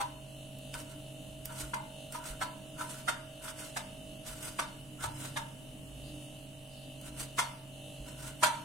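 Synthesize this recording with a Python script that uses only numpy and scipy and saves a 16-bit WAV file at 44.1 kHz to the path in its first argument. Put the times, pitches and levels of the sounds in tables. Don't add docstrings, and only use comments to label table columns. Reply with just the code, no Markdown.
import sys
import numpy as np
from scipy import signal
from scipy.fft import rfft, irfft
from scipy.io import wavfile
from scipy.ndimage import uniform_filter1d

SR = 44100
rng = np.random.default_rng(int(sys.argv[2]) if len(sys.argv) > 2 else 0)


def ratio(d):
    e = np.asarray(d, float) / 20
    return 10 ** e


def inscribe(sig):
    pcm = np.round(np.clip(np.atleast_2d(sig).T, -1, 1) * 32767)
    wavfile.write(sys.argv[1], SR, pcm.astype(np.int16))


N = 381024
T = np.arange(N) / SR

# (full bite [s], edge chatter [dB], board minus chatter [dB],
# tray minus chatter [dB], contact [s])
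BLADE_LANDINGS = [(0.012, -42, -2, 10, 0.012), (1.742, -44.5, 3, 9.5, 0.0042), (2.156, -50, -0.5, 9, 0.011),
                  (2.424, -41, 3, 3, 0.015), (2.816, -50, 5, 8, 0.0054), (3.09, -37, 4, -6, 0.012),
                  (3.485, -47.5, -6, -9, 0.014), (3.771, -39.5, -3.5, -5, 0.0072),
                  (4.596, -37.5, 1.5, -2, 0.0065), (5.046, -52.5, 10.5, 14, 0.0058),
                  (5.252, -49, -5, -23, 0.0068), (5.373, -41.5, 1.5, 2.5, 0.01),
                  (7.392, -32, -1.5, -1, 0.01), (8.436, -26.5, -2.5, 1, 0.0097)]
# (frequency [Hz], level [dB], t60 [s])
BOARD_MODES = [(630, -8, .12), (720, -12, .1), (806, -13, .08), (1071, -9, .1), (1163, -2, .1),
               (1252, -2, .1), (1343, 1, .12), (1420, -2, .1), (1520, -4, .1), (1600, -6, .1),
               (1690, -8, .09), (1840, -12, .08), (2100, -7, .1), (2300, -14, .07), (2450, -15, .07),
               (2700, -14, .1), (3180, -17, .06), (3380, -17, .06), (3670, -11, .06), (3980, -17, .06),
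               (4600, -19, .05), (4980, -19, .05)]
# (frequency [Hz], level [dB], t60 [s])
TRAY_MODES = [(816, -11, 0.17), (867.6, -7.5, 0.36), (899, -1.5, 0.32), (930, -2, 0.35), (968, -7.5, 0.36),
              (994.5, -5.5, 0.33), (1070, -13, 0.31)]


def on_log(table, hz):
    f, v = np.transpose(table)
    return np.interp(np.log(np.maximum(hz, 1)), np.log(f), v)


def colour(x, table):
    n = x.shape[-1]
    return irfft(rfft(x) * ratio(on_log(table, np.fft.rfftfreq(n, 1 / SR))), n)


def unit(x):
    return x / np.sqrt(np.mean(x ** 2))


def even(x):
    return x / np.sqrt(np.mean(x ** 2, axis=1, keepdims=True))


def walk(rate):
    k = int(SR / rate)
    steps = np.repeat(rng.standard_normal(N // k + 1), k)
    return unit(uniform_filter1d(uniform_filter1d(steps, k), k)[:N])


def grit(shape, scatter_db):
    size_db = scatter_db * np.minimum(rng.exponential(size=shape), 5)
    return unit(rng.standard_normal(shape) * ratio(size_db))


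def ring(modes, damp):
    hz, db, t60 = np.transpose(modes)[:, :, None]
    t = T[:SR // 2]
    chance = rng.standard_normal((2, 3, len(modes), 1))
    weight_db, detune, phase = 2.5 * chance[:, 0], 1 + 0.0035 * chance[0, 1], 2 * chance[:, 2]
    decay = ratio(db + weight_db - 60 * t / (damp * t60))
    out = (decay * np.sin(2 * np.pi * hz * detune * t + phase)).sum(axis=1)
    return out / np.sqrt((out ** 2).sum(axis=1).mean())


def add(out, sound, s):
    i = int(round(s * SR))
    part = sound[:, max(-i, 0):N - i]
    out[:, max(i, 0):i + sound.shape[1]] += part


def compressor():
    # (multiple of shaft rate [1], left [dB], right [dB])
    strong_orders = [(10, -68, -81), (11, -73, -79), (12, -64, -59), (14, -78, -76), (15, -76, -75),
                     (16, -82, -67), (18, -81, -79), (54, -69, -70), (55, -86, -69), (57, -67, -65),
                     (58, -75, -81), (61, -66, -69), (62, -66, -70), (63, -72, -70), (68, -73, -73),
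                     (74, -77, -80), (75, -71, -80), (76, -75, -81), (82, -80, -78), (126, -83, -78)]
    # (frequency [Hz], level [dB])
    valve_slap = [(900, -100), (2200, -97.5), (2900, -95), (4200, -83), (5200, -96), (6300, -90),
                  (7500, -87.5), (9300, -88), (11300, -85.5), (12000, -100)]
    # (time [s], level [dB])
    shell_level = [(0, -57), (1, -55.5), (2, -54.5), (3.2, -55), (4.2, -54.5), (5, -62.5), (5.6, -60),
                   (7, -59), (8.64, -58.5)]
    shaft_hz = 48.835
    turn = (shaft_hz * T + 0.00039 * walk(1.68)) % 1
    k = np.arange(513)
    scatter = rng.standard_normal(513) + 0.34 * rng.standard_normal((2, 513))
    db = on_log(valve_slap, k * shaft_hz) + 4 * np.clip(scatter, -3, 1.3)
    db[:, :10] = -200
    for order, left, right in strong_orders:
        db[:, order] = left - .5, right - .5
    db[:, 13] = -200
    spread = np.minimum(k / 75, np.where(k < 140, 1, .5))
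    angle = k / 60 * rng.standard_normal(513) + spread * rng.standard_normal((2, 513))
    strong = [row[0] for row in strong_orders]
    angle[1, strong] += .7 * (angle[0, strong] - angle[1, strong])
    cycle = irfft(ratio(db) * np.exp(1j * angle), 16384) * 8192 * np.sqrt(2)
    comb = cycle[:, (turn * 16384).astype(int)] * ratio(2.04 * walk(8.2))
    shell = ratio(np.interp(T, *np.transpose(shell_level))) * np.sqrt(2)
    shell = shell * np.cos(2 * np.pi * 13 * turn + np.array([[.2], [-.2]]))
    gas = unit(colour(rng.standard_normal((2, N)), [(2300, -13.0), (2600, -6.5), (2800, -3.5), (2990, 9.0),
                                                    (3110, -3), (3250, -22), (4000, -18.5)]))
    puffs = ratio(-59.0) * gas * (1 + 0.17 * np.cos(2 * np.pi * turn))
    return comb + shell * ratio([[-2.6], [2.1]]) + puffs


def fan():
    # (time [s], level [dB])
    blade_level = [(0.0, -53), (0.04, -49), (0.38, -53), (1.08, -51.5), (2.98, -52.5), (3.51, -58.5),
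                   (3.58, -53.5), (4.71, -55.5), (5.25, -49), (5.34, -52), (8.59, -51.5), (8.64, -53)]
    # (frequency [Hz], width [Hz], level [dB])
    duct_modes = [(52.6, 3.5, -61.5), (40, 13, -78), (101.7, 16, -63.5), (150.3, 13, -63.5),
                  (198.6, 22, -62.5), (260, 32, -59.5), (299.4, 11, -58.5)]
    # (frequency [Hz], density [dB per Hz])
    air_noise = [(20, -81), (33, -75), (78, -91), (130, -80.5), (300, -88), (330, -88), (700, -93),
                 (1900, -107), (2950, -103), (3600, -104), (5200, -108), (9000, -100), (11600, -103),
                 (11900, -112), (15500, -115)]
    # (frequency [Hz], left-right correlation [0-1])
    port_likeness = [(60, .95), (200, .94), (400, .75), (1000, .2), (4500, .15), (7000, .75), (15000, .85)]
    blade_hz = 134.1
    hz = np.fft.rfftfreq(N, 1 / SR)
    power = ratio(2 * on_log(air_noise, hz))
    for centre, width, db in duct_modes:
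        power = power + ratio(2 * db) / width * np.exp(-np.pi * ((hz - centre) / width) ** 2)
    like = np.clip(on_log(port_likeness, hz), 0, 1)
    mid, side = rfft(rng.standard_normal((2, N))) * np.sqrt(power * SR / 4)
    air = irfft(np.sqrt(1 + like) * mid + np.sqrt(1 - like) * side * np.array([[1], [-1]]), N)
    phase = 2 * np.pi * np.cumsum(blade_hz + 0.55 * walk(5.06)) / SR
    blade_db = np.interp(T, *np.transpose(blade_level)) + 0.68 * walk(13) + 1.25 * walk(4.5)
    blade = np.sin(phase + np.array([[.15], [0]])) * np.sqrt(2) * ratio(blade_db)
    return (air * ratio(1.0 * walk(3.27)) + blade) * ratio([[-.6], [.6]])


def thuds():
    # (time [s], peak [dB], frequency [Hz], t60 [s])
    bumps = [
        (0.751, -40, 44.6, 0.22),
        (1.63, -39, 50, .2),
        (2.3, -37, 40, 0.31),
        (4.29, -42, 45.7, .2),
        (5.03, -41, 68, .2),
        (5.05, -42.5, 105.4, 0.59),
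        (8.0, -38, 48, .25),
    ]
    out, t = np.zeros((2, N)), T[:SR // 2]
    for s, db, hz, t60 in bumps:
        bump = np.sin(2 * np.pi * hz * t) * (1 - np.exp(-t / 0.0034)) * ratio(-60 * t / t60)
        add(out, ratio(db) * np.outer(ratio([-1, 1]), bump), s)
    return out


def rustles():
    # (centre [s], peak [dB], colour [Hz], length [s])
    slides = [
        (1.12, -63, 9000, .06),
        (1.3, -56, 9000, .05),
        (6.08, -46.5, 4700, 0.041),
        (6.239, -45.5, 9500, .04),
        (6.785, -48.5, 4800, 0.088),
    ]
    out, t = np.zeros((2, N)), T[:SR // 5]
    for s, db, hz, length in slides:
        rustle = grit((2, len(t)), 2.0) * np.exp(-((t - t.mean()) / length) ** 2)
        add(out, ratio(db) * colour(rustle, [(hz / 2.2, -25), (hz, 0), (hz * 1.36, -20)]), s - t.mean())
    return out


def ticks():
    # (time [s], peak [dB], colour [Hz])
    edge_ticks = [(0.012, -20, 1790), (.587, -38, 9000), (.7225, -45, 5000), (0.7416, -22, 2500),
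                  (1.4563, -22.5, 10000), (1.6, -30, 4000), (1.7405, -27, 1800), (2.1238, -27.5, 8400),
                  (2.424, -26, 2000), (3.088, -22, 1800), (3.0965, -31, 2200), (3.768, -41, 2500),
                  (4.593, -28, 1800), (4.599, -37, 2200), (5.041, -36, 2000), (5.047, -40, 2000),
                  (5.375, -36, 2000), (7.014, -35, 8500), (7.3942, -21, 2000), (8.4325, -21, 2000)]
    out, t = np.zeros((2, N)), T[:SR // 5]
    for s, db, hz in edge_ticks:
        noise = rng.standard_normal(len(t)) + .5 * rng.standard_normal((2, len(t)))
        click = noise * (np.exp(-t / .001) + .12 * np.exp(-t / .008))
        tone = [(hz / 16, -45), (hz / 4, -16), (hz, 0), (hz * 3.7, -9), (hz * 5.7, -25)]
        add(out, ratio(db - 2.5) * colour(click, tone)[:, :SR // 10], s)
    return out


def sawing():
    # (fastest moment [s], fibre hiss [dB], board rumble minus hiss [dB],
    # speed-up [s], slow-down [s])
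    strokes = [(0.749, -45.5, -1, 0.013, 0.012), (.795, -50.5, -6, 0.036, 0.032),
               (.92, -60, -2, 0.071, .08), (1.46, -50.5, -14, .015, 0.029), (1.505, -53.5, 2, 0.019, .03),
               (1.605, -44.5, -11, 0.053, 0.059), (2.15, -46, -3.5, 0.032, 0.042),
               (2.27, -44.5, -8.5, 0.038, .075), (2.812, -46, -0.5, 0.037, 0.035),
               (2.95, -46, -13, 0.092, 0.072), (3.486, -45.5, -2, 0.056, 0.029),
               (3.61, -45, -10.5, 0.048, 0.073), (4.296, -42.5, -9, 0.037, 0.033),
               (4.45, -45, -8.5, 0.073, 0.078), (5.042, -45.5, 0.5, .04, 0.031),
               (5.24, -47, -7.5, 0.1, 0.083), (7.07, -52.5, -8, 0.046, .035), (7.21, -44, -9, .05, 0.049),
               (8.085, -51.5, -7.5, 0.033, 0.033), (8.27, -50, -3, 0.091, 0.05)]
    # (frequency [Hz], density [dB per Hz])
    fibre_colour = [(800, -4), (2400, -4), (3500, -4), (6700, -2.5), (8600, 2.5), (11500, -5),
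                    (15500, -13.5)]
    point, drop_db = 1.93, -8.5
    dive_db, dive_s = -9.5, 0.017
    hiss, rub = np.zeros((2, N))
    for s, hiss_db, board_db, rise, fall in strokes:
        u = np.abs(T - s) / np.maximum(np.where(T < s, rise, fall), .003)
        speed = ratio(hiss_db + drop_db * u ** point)
        hiss = hiss + speed
        rub = rub + ratio(board_db) * speed
    for s, db, *_ in BLADE_LANDINGS:
        hiss = hiss + ratio(db + dive_db) * np.exp(np.minimum(T - s, 0) / dive_s) * (T < s)
    hiss = uniform_filter1d(hiss, 300) * ratio(2.33 * walk(40) + 1.75 * walk(150))
    rub = uniform_filter1d(rub, 300) * ratio(2.33 * walk(40) + 1.75 * walk(150))
    body = ring(BOARD_MODES, 0.88) + ratio(-4) * ring(TRAY_MODES, 0.61)
    board = signal.fftconvolve(rub * grit((1, N), 4.1), body, axes=1)[:, :N]
    fibres = unit(colour(grit((2, N), 2.9), fibre_colour))
    return hiss * fibres * ratio(1.5) + board * ratio(-0.5)


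def landings():
    # (frequency [Hz], density [dB per Hz])
    chatter_colour = [(250, -58), (600, -11), (1500, -9.5), (2650, -12), (3900, -11.5), (7400, -14),
                      (8700, -11), (12000, -21), (15500, -29)]
    lead, blow_lead = .04, .005
    drag_base_db, drag_per_db, usual_db = -13, 0.5, -39.5
    held_s, held_db = .066, -11
    out = np.zeros((2, N))
    t = T[:SR // 4] - lead
    slips = ratio(0.37 * walk(70))
    for s, db, board_db, tray_db, contact in BLADE_LANDINGS:
        u = t / np.clip(contact, .003, .05)
        attack = np.exp(-(u / 0.85) ** 2) + 0.046 * np.exp(u / 0.66)
        bite = np.where(u < 0, attack, np.exp(-(np.abs(u) / 1.06) ** 2))
        drag = ratio(drag_base_db + drag_per_db * (db - usual_db)) * np.clip(u, 0, 1) / (1 + (t / 0.042) ** 4)
        drag = drag * slips[int(s * SR / 2):][:len(t)]
        clicks = grit((3, len(t)), 2.1)
        blow = clicks[2:] * (bite ** 1.85 + 0.68 * drag)
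        board = even(signal.fftconvolve(blow, ring(BOARD_MODES, 0.54), axes=1)[:, :len(t)])
        tray = even(signal.fftconvolve(blow, ring(TRAY_MODES, 1.0), axes=1)[:, :len(t)])
        mute = ratio(held_db * (s < held_s) * np.clip((t + s - held_s) / .012, 0, 1))
        tray = tray * mute * np.clip((t[-1] - t) / lead, 0, 1)
        chatter = even(colour(clicks[:2] * (bite + drag), chatter_colour))
        add(out, ratio(db - 6.0) * chatter, s - lead + .002)
        body = ratio(board_db) * board + ratio(tray_db - 3.5) * tray
        add(out, ratio(db - 5) * body, s - lead - blow_lead)
    return out


def kitchen(x):
    t60, level_db = 0.4, -11.5
    t = T[:SR // 2]
    tail = rng.standard_normal((2, len(t))) * (1 - np.exp(-t / 0.0039))
    dull = colour(tail, [(300, 18), (1000, 4.5), (4000, 10.0), (9000, -10)])
    tail = dull * ratio(-60 * t / t60) + 1.7 * tail * ratio(-60 * t / (1.51 * t60))
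    tail = tail / np.sqrt((tail ** 2).sum(axis=1, keepdims=True))
    return x + ratio(level_db) * signal.fftconvolve(x, tail, axes=1)[:, :N]


def ports(x):
    # (frequency [Hz], level [dB])
    side_width = [(300, 0), (1000, -2), (4000, -1), (7000, -5), (10000, -5.5), (15000, -3)]
    # (frequency [Hz], level [dB])
    port_balance = [(500, 0), (2000, 0.1), (4000, 0), (8000, -2.5), (13000, 0.5)]
    mid, side = x[0] + x[1], colour(x[0] - x[1], side_width)
    hz, db = np.transpose(port_balance)
    left = colour(mid + side, np.transpose([hz, db / 2]))
    right = colour(mid - side, np.transpose([hz, -db / 2]))
    return np.array([left, right]) / 2


def scene():
    knife = landings() + ticks() + rustles() + sawing()
    return ports(kitchen(knife)) + thuds() + compressor() + fan()


def starve(x, depth_db):
    thin_bands = [3900, 4300, 4700, 5150, 5500, 6650, 7200, 7600, 10050, 11850, 12300, 13400, 14500]
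    top_hz = 15830
    loud_db, loud_top_hz, loud_frames = -27, 14300, 7
    hz, s, z = signal.stft(x, SR, nperseg=2048)
    chance = rng.standard_normal((len(hz) // 8 + 1, len(s)))
    luck = np.repeat(uniform_filter1d(chance, size=4, axis=1), 8, axis=0)[:len(hz)]
    thin = np.exp(-((hz[:, None] - thin_bands) / 180) ** 2).sum(axis=1)
    thin = thin + .2 * (hz > 11500) - 9 * (hz < 3150)
    lost = 1 / (1 + np.exp((luck + .9 - .75 * thin[:, None]) / .06))
    power = (np.abs(z) ** 2).mean(axis=0)
    strong = power / (uniform_filter1d(power, size=24, axis=0) + 1e-18)
    loud = power.sum(axis=0) * 4 / 3 > ratio(2 * loud_db)
    spent = np.convolve(loud, np.ones(loud_frames))[:len(s)]
    gain = ratio(depth_db * lost)
    gain = gain * np.where(hz[:, None] > 3150, strong ** 0.26, 1)
    gain = gain * (hz[:, None] < np.where(spent > 0, loud_top_hz, top_hz))
    return signal.istft(z * gain, SR, nperseg=2048)[1][:, :N]


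def band_limit(x):
    return signal.sosfilt(signal.butter(12, 15890, fs=SR, output="sos"), x)


def record(dry):
    thinned = starve(dry, depth_db=-28)
    return band_limit(thinned)


dry = scene()
out = record(dry)
inscribe(out)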